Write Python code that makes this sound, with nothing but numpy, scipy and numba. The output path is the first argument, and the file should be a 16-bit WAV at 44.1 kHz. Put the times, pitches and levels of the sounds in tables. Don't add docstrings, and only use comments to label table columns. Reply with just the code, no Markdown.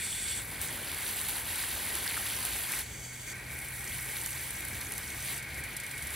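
import sys
import numpy as np
from scipy import signal
from scipy.fft import rfft, irfft
from scipy.io import wavfile
from scipy.ndimage import uniform_filter1d
from numba import njit

SR = 44100
rng = np.random.default_rng(int(sys.argv[2]) if len(sys.argv) > 2 else 0)


def bounce(signal):
    frames = np.transpose(np.atleast_2d(signal))
    limited = np.clip(frames, -1, 1)
    pcm = np.round(limited * 32767).astype(np.int16)
    wavfile.write(sys.argv[1], SR, pcm)


def to_linear_factor(level_db):
    exponent = np.asarray(level_db, float) / 20
    return 10 ** exponent


N = 271479
TIME = np.arange(N) / SR
HZ = np.fft.rfftfreq(N, 1 / SR)
ALIKE = np.array([[1], [0]])


def read(points):
    hz, value = np.transpose(points)
    return np.interp(np.log(HZ + 1), np.log(hz + 1), value)


def curves(table):
    s, *columns = np.transpose(table)
    return [np.interp(TIME, s, column) for column in columns]


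def unit(x):
    return x / np.sqrt(np.mean(x ** 2))


def hiss():
    return rng.standard_normal((2, N))


def colour(x, points):
    low_hz, high_hz = points[0][0], points[-1][0]
    low_edge = 1 / (1 + (low_hz / (HZ + 1)) ** 4)
    high_edge = 1 / (1 + (HZ / high_hz) ** 4)
    return unit(irfft(rfft(x) * to_linear_factor(read(points)) * low_edge * high_edge, N))


def ring(x, modes):
    power = 0
    for hz, width, db in modes:
        off_pitch = (HZ ** 2 - hz ** 2) / (1.7 * width * (HZ + 1))
        power = power + to_linear_factor(2 * db) / (1 + off_pitch ** 2) ** 2
    return unit(irfft(rfft(x) * np.sqrt(power), N))


def walk(rate):
    hold = int(SR / rate)
    levels = np.repeat(rng.standard_normal(N // hold + 1), hold)
    return unit(uniform_filter1d(levels, hold)[:N])


@njit
def grains(start, hz, cycles, size, glide):
    out = np.zeros(N)
    for k in range(len(start)):
        step = 2 * np.pi * hz[k] / SR
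        phase, gain, fade = 0., size[k], np.exp(-hz[k] / SR / cycles[k])
        for i in range(start[k], min(N, start[k] + int(6 * cycles[k] * SR / hz[k]))):
            out[i] += gain * min(phase / (2 * np.pi), 1.) * np.sin(phase)
            phase += step
            step *= 1 + glide * hz[k] / SR
            gain *= fade
    return out


def shower(count, low_hz, high_hz, cycles, spread_db, biggest_db):
    when, pitch, length, size = rng.random((count, 4)).T
    hz = np.minimum(low_hz + (high_hz - low_hz) * pitch, .45 * SR)
    size_db = biggest_db * np.tanh(-spread_db * np.log(1 - size) / biggest_db)
    strength = to_linear_factor(size_db) * np.sqrt(hz / high_hz)
    start = (when * N).astype(np.int64)
    return unit(grains(start, hz, cycles * (.5 + length), strength, .02))


def two_showers(**settings):
    return [shower(**settings) for _ in range(2)]


def drops(table, cycles, glide, gain_db):
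    s, db, hz = np.transpose(table)
    return grains((s * SR).astype(np.int64), 1. * hz, cycles + 0 * s, to_linear_factor(db + gain_db), glide)


def fade(x, tail_s):
    return signal.lfilter([1], [1, -np.exp(-1 / (tail_s * SR))], x)


def clumps(count, tail_s, cap):
    when, size = rng.random((count, 2)).T
    x = fade(np.bincount((when * N).astype(np.int64), -np.log(1 - size), N), tail_s)
    return cap * np.tanh(unit(x - x.mean()) / cap)


# t/s, chamber ring level/dB, jet or rim drumming level/dB
GRIPS = [(0, -46.5, -34.5), (.39, -48.5, -41), (.43, -48.5, -55), (.63, -48, -45), (.7, -48, -60),
         (1.0, -47, -49.5), (1.2, -50, -51), (2.0, -49, -49), (2.69, -46, -40), (2.83, -51.5, -47.5),
         (3.27, -47, -44), (3.33, -46.5, -53.5), (3.75, -46.5, -47.5), (5.2, -45.5, -44.5),
         (5.4, -44.5, -57), (5.72, -46.5, -55.5)]


def grips():
    s, *columns = np.transpose(GRIPS)
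    now = np.searchsorted(s, TIME, "right") - 1
    slide_s = .018
    return [uniform_filter1d(column[now], int(slide_s * SR)) for column in columns]


# f/Hz, width/Hz, level/dB
CHAMBER = [(1577, 175, -4.5), (1920, 75, 0), (2180, 82, 2.5), (2338, 157, -1.5)]
# f/Hz, width/Hz, level/dB
JET_WIDE = [(1560, 59, -8), (3470, 130, 1.5), (4470, 280, -5.5), (5700, 360, -8), (6810, 360, -8),
            (7840, 800, -2), (8340, 680, 2.5), (9700, 600, -3.5), (10600, 750, -5.5)]
# f/Hz, width/Hz, level/dB
JET_HALF = [(3280, 480, -2.5), (4610, 190, 1), (5500, 180, -3), (6360, 410, 2.5), (7000, 900, -12),
            (7870, 1400, 1.5), (10400, 1700, -11), (14200, 4000, -12)]
# f/Hz, level/dB
RIM = [(4500, -3), (6200, -3.5), (7200, -10), (8200, 0), (9200, -4), (11000, -21)]


def nozzle():
    chamber_db, jet_db = grips()
    chamber = ring(hiss(), CHAMBER) * to_linear_factor(chamber_db + 0.91 * walk(25) + 1.0)
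    taps = two_showers(count=5000, low_hz=5330, high_hz=10150, cycles=2.8, spread_db=4.0, biggest_db=26)
    jet = colour(0.86 * hiss() + taps, RIM) * to_linear_factor(-2.0)
    jet = np.where(TIME < .43, ring(hiss(), JET_WIDE) * to_linear_factor(-3.0), jet)
    half_shut = (TIME > 2.83) & (TIME < 3.33)
    jet = np.where(half_shut, ring(hiss(), JET_HALF) * to_linear_factor(0.5), jet)
    return chamber + jet * to_linear_factor(jet_db + 1.3 * walk(30))


# t/s, spray landing on the pot level/dB, coarseness of the drops level/dB
SPRAY = [(0, -45, 2.5), (.4, -46, 2.5), (.44, -45.5, -5.5), (.59, -46, -2.5), (.66, -43, -2.5),
         (.89, -42.5, -1), (1.1, -38.5, -4), (1.5, -39, -2.5), (2.47, -38.5, -2), (2.81, -40.5, -5.5),
         (2.85, -52.5, -0.5), (3.0, -57, -1), (3.47, -51.5, -1), (3.53, -47, -4.5), (4.15, -42, -5.5),
         (5.25, -46.5, -2.5), (5.42, -52.5, 1.5), (6.16, -45, -2.5)]
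# t/s, change level/dB, half length/s, share felt by coarse drops
SWAYS = [(0.628, 8, .02, 0.71), (1.294, 5, 0.0076, .3), (1.39, 1, 0.025, .3), (1.438, -3.5, 0.024, 1.2),
         (1.726, 0, 0.058, .3), (1.945, 2, 0.014, .2), (2.747, 2, 0.039, 2.9), (3.524, 3.5, .02, .6),
         (4.272, 1.5, 0.016, 1.6), (4.818, 2, 0.0088, 1.9), (5.04, -0.5, 0.045, .3),
         (5.322, 10, 0.054, 0.75), (5.593, 6.5, 0.019, .2), (5.628, -7, .008, .3), (5.65, 2.5, 0.024, .3),
         (5.8, -6, 0.044, .1), (6.134, 3, .01, .6)]


def landing():
    aim_db, coarse_db = curves(SPRAY)
    fine_db, splash_db = aim_db, aim_db + coarse_db
    for at, change_db, half_s, share in SWAYS:
        sway_db = change_db * np.clip(1 - abs(TIME - at) / half_s / 2, 0, 1)
        fine_db = fine_db + sway_db
        splash_db = splash_db + share * sway_db
    dry_db = -7 * np.clip((.43 - TIME) / 0.087, 0, 1)
    above_usual_db = splash_db + 45
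    puddle_db = -53 + 0.87 * above_usual_db + dry_db
    soil_db = -54 + 0.38 * above_usual_db + 0.43 * dry_db
    return fine_db, splash_db, puddle_db, soil_db


# f/Hz, level/dB
FINE = [(5000, -18.5), (7500, -5.5), (9500, -2), (11000, 1), (12200, -4), (14000, -5.5), (15700, -7.5),
        (30000, 4)]
# f/Hz, level/dB
SPLASH = [(1500, -7), (2600, 2), (3500, 1.5), (4600, 0), (5200, -5.5), (7000, -6), (9000, -24)]
# f/Hz, level/dB
PUDDLE = [(500, -9), (800, 3), (1250, 0), (1600, 4.5), (2000, 5), (2600, -13), (3500, -23)]
# f/Hz, level/dB
SOIL = [(150, 1), (250, 1), (400, -0.5), (600, -2.5), (1000, -3)]


def spray():
    fine_db, splash_db, puddle_db, soil_db = landing()
    slugs = clumps(count=400, tail_s=0.03, cap=1.8)
    ticks = two_showers(count=16000, low_hz=4840, high_hz=16900, cycles=0.96, spread_db=5.0, biggest_db=10)
    pops = two_showers(count=9000, low_hz=1800, high_hz=7000, cycles=2.5, spread_db=2.6, biggest_db=14)
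    bubbles = two_showers(count=4000, low_hz=586, high_hz=3180, cycles=2.3, spread_db=-2.5, biggest_db=12)
    fine = colour(1.02 * hiss() + ticks, FINE) * to_linear_factor(fine_db + 0.78 * slugs + 2.0)
    splash = colour(2.4 * hiss() + pops, SPLASH) * to_linear_factor(splash_db + 1.5 * slugs - 1.2)
    puddle = colour(2.4 * hiss() + bubbles, PUDDLE) * to_linear_factor(puddle_db + 0.12 * slugs + 3.5)
    soil = colour(hiss(), SOIL) * to_linear_factor(soil_db + 1.3 * walk(12))
    return fine + splash + puddle + soil


# f/Hz, level/dB (per Hz)
TOWN = [(22, -26), (48, 0), (69, 3), (127, -3.5), (166, -7.5), (300, -16.5), (600, -22), (1300, -26),
        (5000, -36), (15500, -50), (30000, -36)]


def traffic():
    return colour(hiss(), TOWN) * to_linear_factor(-49.5 + 1.3 * walk(6))


# f/Hz, level/dB
RUSTLE = [(2400, 0), (3000, 0), (3500, -3)]


def rustle():
    calm_db = -8 * np.clip((2.3 - TIME) / .2, 0, 1)
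    leaves = colour(rng.standard_normal(N), RUSTLE) * to_linear_factor(-61 + calm_db + 2.0 * walk(6))
    return leaves * np.array([[1], [-1]])


# t/s, peak level/dB, f/Hz
PLOPS = [(0.1285, -23, 3260), (1.3702, -28, 2330), (1.6386, -23.5, 1610), (1.8715, -23, 2120),
         (2.0534, -34.5, 1950), (2.065, -22.5, 1810), (2.0774, -17, 4380), (2.0974, -27, 1920),
         (2.1044, -23, 4020), (2.1094, -23, 2520), (2.1204, -24, 2030), (2.1429, -23.5, 2040),
         (2.1684, -23, 1600), (2.1759, -22, 1270), (2.2564, -28, 2030), (2.2784, -26, 2100),
         (2.5625, -27, 1970), (2.6059, -35.5, 1910), (2.6982, -28, 2210), (2.7366, -19.5, 2180),
         (2.7939, -29, 1740), (3.92, -29, 3200), (3.9902, -24.5, 2120), (4.089, -31, 3300),
         (4.167, -24, 3900), (4.815, -27, 4200), (4.9111, -28, 2130), (5.2848, -27, 2230)]


def plops():
    return drops(PLOPS, cycles=1.9, glide=0.014, gain_db=1.9) * ALIKE


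# f/Hz, level/dB
SPLATTER = [(3500, -2), (6000, -5), (9000, 4), (11500, 2), (15700, -9), (30000, 0)]


def fizz(table, tail_s, gain_db):
    s, db, hz = np.transpose(table)
    hits = np.bincount((s * SR).astype(np.int64), to_linear_factor(db + gain_db), N)
    return fade(hits, tail_s) * colour(hiss(), SPLATTER)


# t/s, peak level/dB, f/Hz
TICKS = [(0.615, -19.5, 8900), (0.6744, -25, 8250), (0.9167, -22, 10800), (0.9458, -23, 11500),
         (1.1887, -25, 11100), (1.2143, -19.5, 9620), (1.2858, -18, 11100), (1.5484, -28, 10800),
         (1.5574, -22, 8310), (1.6273, -25, 10900), (1.9535, -15, 9860), (2.4517, -17, 10800),
         (2.6085, -27, 11200), (2.7202, -20, 11600), (3.589, -25.5, 10400), (4.1694, -46, 10900),
         (4.2368, -25.5, 9260), (4.261, -16.5, 11800), (4.3071, -27, 10700), (4.4363, -27, 10900),
         (4.5062, -20.5, 10000), (4.6064, -23, 11400), (4.6513, -22, 11100), (4.684, -23, 11700),
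         (4.8114, -26, 11200), (4.9214, -20.5, 10100), (4.9372, -24, 10800), (4.9798, -18, 11600),
         (5.225, -25.5, 11000), (5.2919, -29, 9430)]


def rim_ticks():
    crack = drops(TICKS, cycles=6.2, glide=0.0079, gain_db=-1.5)
    return crack * ALIKE + fizz(TICKS, tail_s=0.0022, gain_db=-10.5)


# t/s, firing rate f/Hz, level/dB
ENGINE = [
    (1.95, 94.6, -50),
    (2.8, 124.8, -56),
    (3.06, 124.5, -49),
    (4.15, 128.8, -51),
    (4.67, 124, -52),
    (5.05, 136, -63),
    (5.22, 134.4, -50.5),
    (5.95, 137, -54.5),
    (6.16, 128, -57),
]


def engine():
    hz, db = curves(ENGINE)
    phase = 2 * np.pi * np.cumsum(hz * (1 + 0.0051 * walk(12))) / SR
    start = np.clip((TIME - ENGINE[0][0]) / 0.064, 0, 1)
    hum = np.sin(phase) + 0.13 * np.sin(phase / 2)
    return hum * to_linear_factor(db + 0.5) * start * ALIKE


# t/s, peak level/dB, f/Hz
SPITS = [(2.7824, -25, 11300), (2.7904, -23, 10000), (2.7944, -21, 11200), (2.8064, -19, 10400),
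         (2.8174, -25, 10100)]


def spits():
    return drops(SPITS, cycles=5.4, glide=0.005, gain_db=-1.5) * ALIKE


# t/s, peak level/dB, f/Hz
PINGS = [(3.6521, -42, 8040), (3.686, -23.5, 8450), (3.7399, -28, 7980), (3.7694, -41, 8590),
         (3.7953, -36, 8100), (3.8526, -27, 7860), (3.8765, -29, 7330), (3.9095, -40, 9250),
         (3.9394, -38, 8360), (4.1694, -24, 8700), (4.1979, -44, 9500), (4.2148, -21, 8510),
         (4.2368, -33, 9260), (4.2744, -33, 6490), (4.3196, -30, 9100), (4.5062, -30, 9490),
         (4.6838, -36, 8180), (4.8115, -33, 6300), (4.8688, -28, 6500), (4.9207, -27, 9300),
         (5.0305, -32, 8350), (5.1104, -33, 6480), (5.1821, -40, 8260), (5.232, -34, 8570)]


def pings():
    return drops(PINGS, cycles=10.0, glide=.002, gain_db=-3.3) * ALIKE


# t/s, peak level/dB, f/Hz
LEAF_DROPS = [(5.376, -28, 9200), (5.426, -29.5, 9040), (5.5019, -39, 9840), (5.5443, -32.5, 9890),
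              (5.5737, -33, 10400), (5.6381, -28.5, 9060), (5.7663, -24, 9570), (5.8002, -26, 10100),
              (5.8351, -32, 11100), (5.8566, -39, 9200), (5.8646, -30.5, 10600), (5.911, -28.5, 10800),
              (5.9783, -29, 10300), (6.0237, -28, 9010), (6.0701, -26.5, 9160), (6.1045, -28.5, 9380),
              (6.1394, -28, 11600)]


def leaf_drops():
    crack = drops(LEAF_DROPS, cycles=4.6, glide=0.0079, gain_db=-6.0)
    return crack * ALIKE + fizz(LEAF_DROPS, tail_s=0.0077, gain_db=-8.1)


# f/Hz, lead/radians
LEAD = [(250, 0), (600, -.4), (1100, -.2), (1450, 0), (4900, 0), (5900, -.75), (7300, -1.1), (12700, -1.05),
        (16000, -1.4)]
# f/Hz, level/dB
APART = [(60, -23), (130, -20), (250, -15), (400, -11), (700, -7), (1250, -10), (1500, -30), (2900, -21),
         (4300, -27), (5600, -11), (8000, -7), (13000, -4)]
# f/Hz, level/dB
TILT = [(100, 0), (250, 2), (500, 2.5), (900, 1), (1400, 0), (15000, 0)]


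def two_ports(sound):
    shared, apart = sound
    sign = np.array([[1], [-1]])
    port = to_linear_factor(sign * read(TILT) / 2) * np.exp(.5j * sign * read(LEAD))
    return irfft(rfft(shared) * port + sign * rfft(apart) * to_linear_factor(read(APART)), N)


def scene():
    water = nozzle() + spray() + plops() + rim_ticks() + spits() + pings() + leaf_drops()
    return two_ports(water + traffic() + engine()) + rustle()


def roll_off(x):
    return signal.sosfilt(signal.butter(12, 16460, fs=SR, output="sos"), x)


def record(dry):
    mix = irfft(rfft(dry) * (HZ < 15780), N)
    return roll_off(mix)


dry = scene()
out = record(dry)
bounce(out)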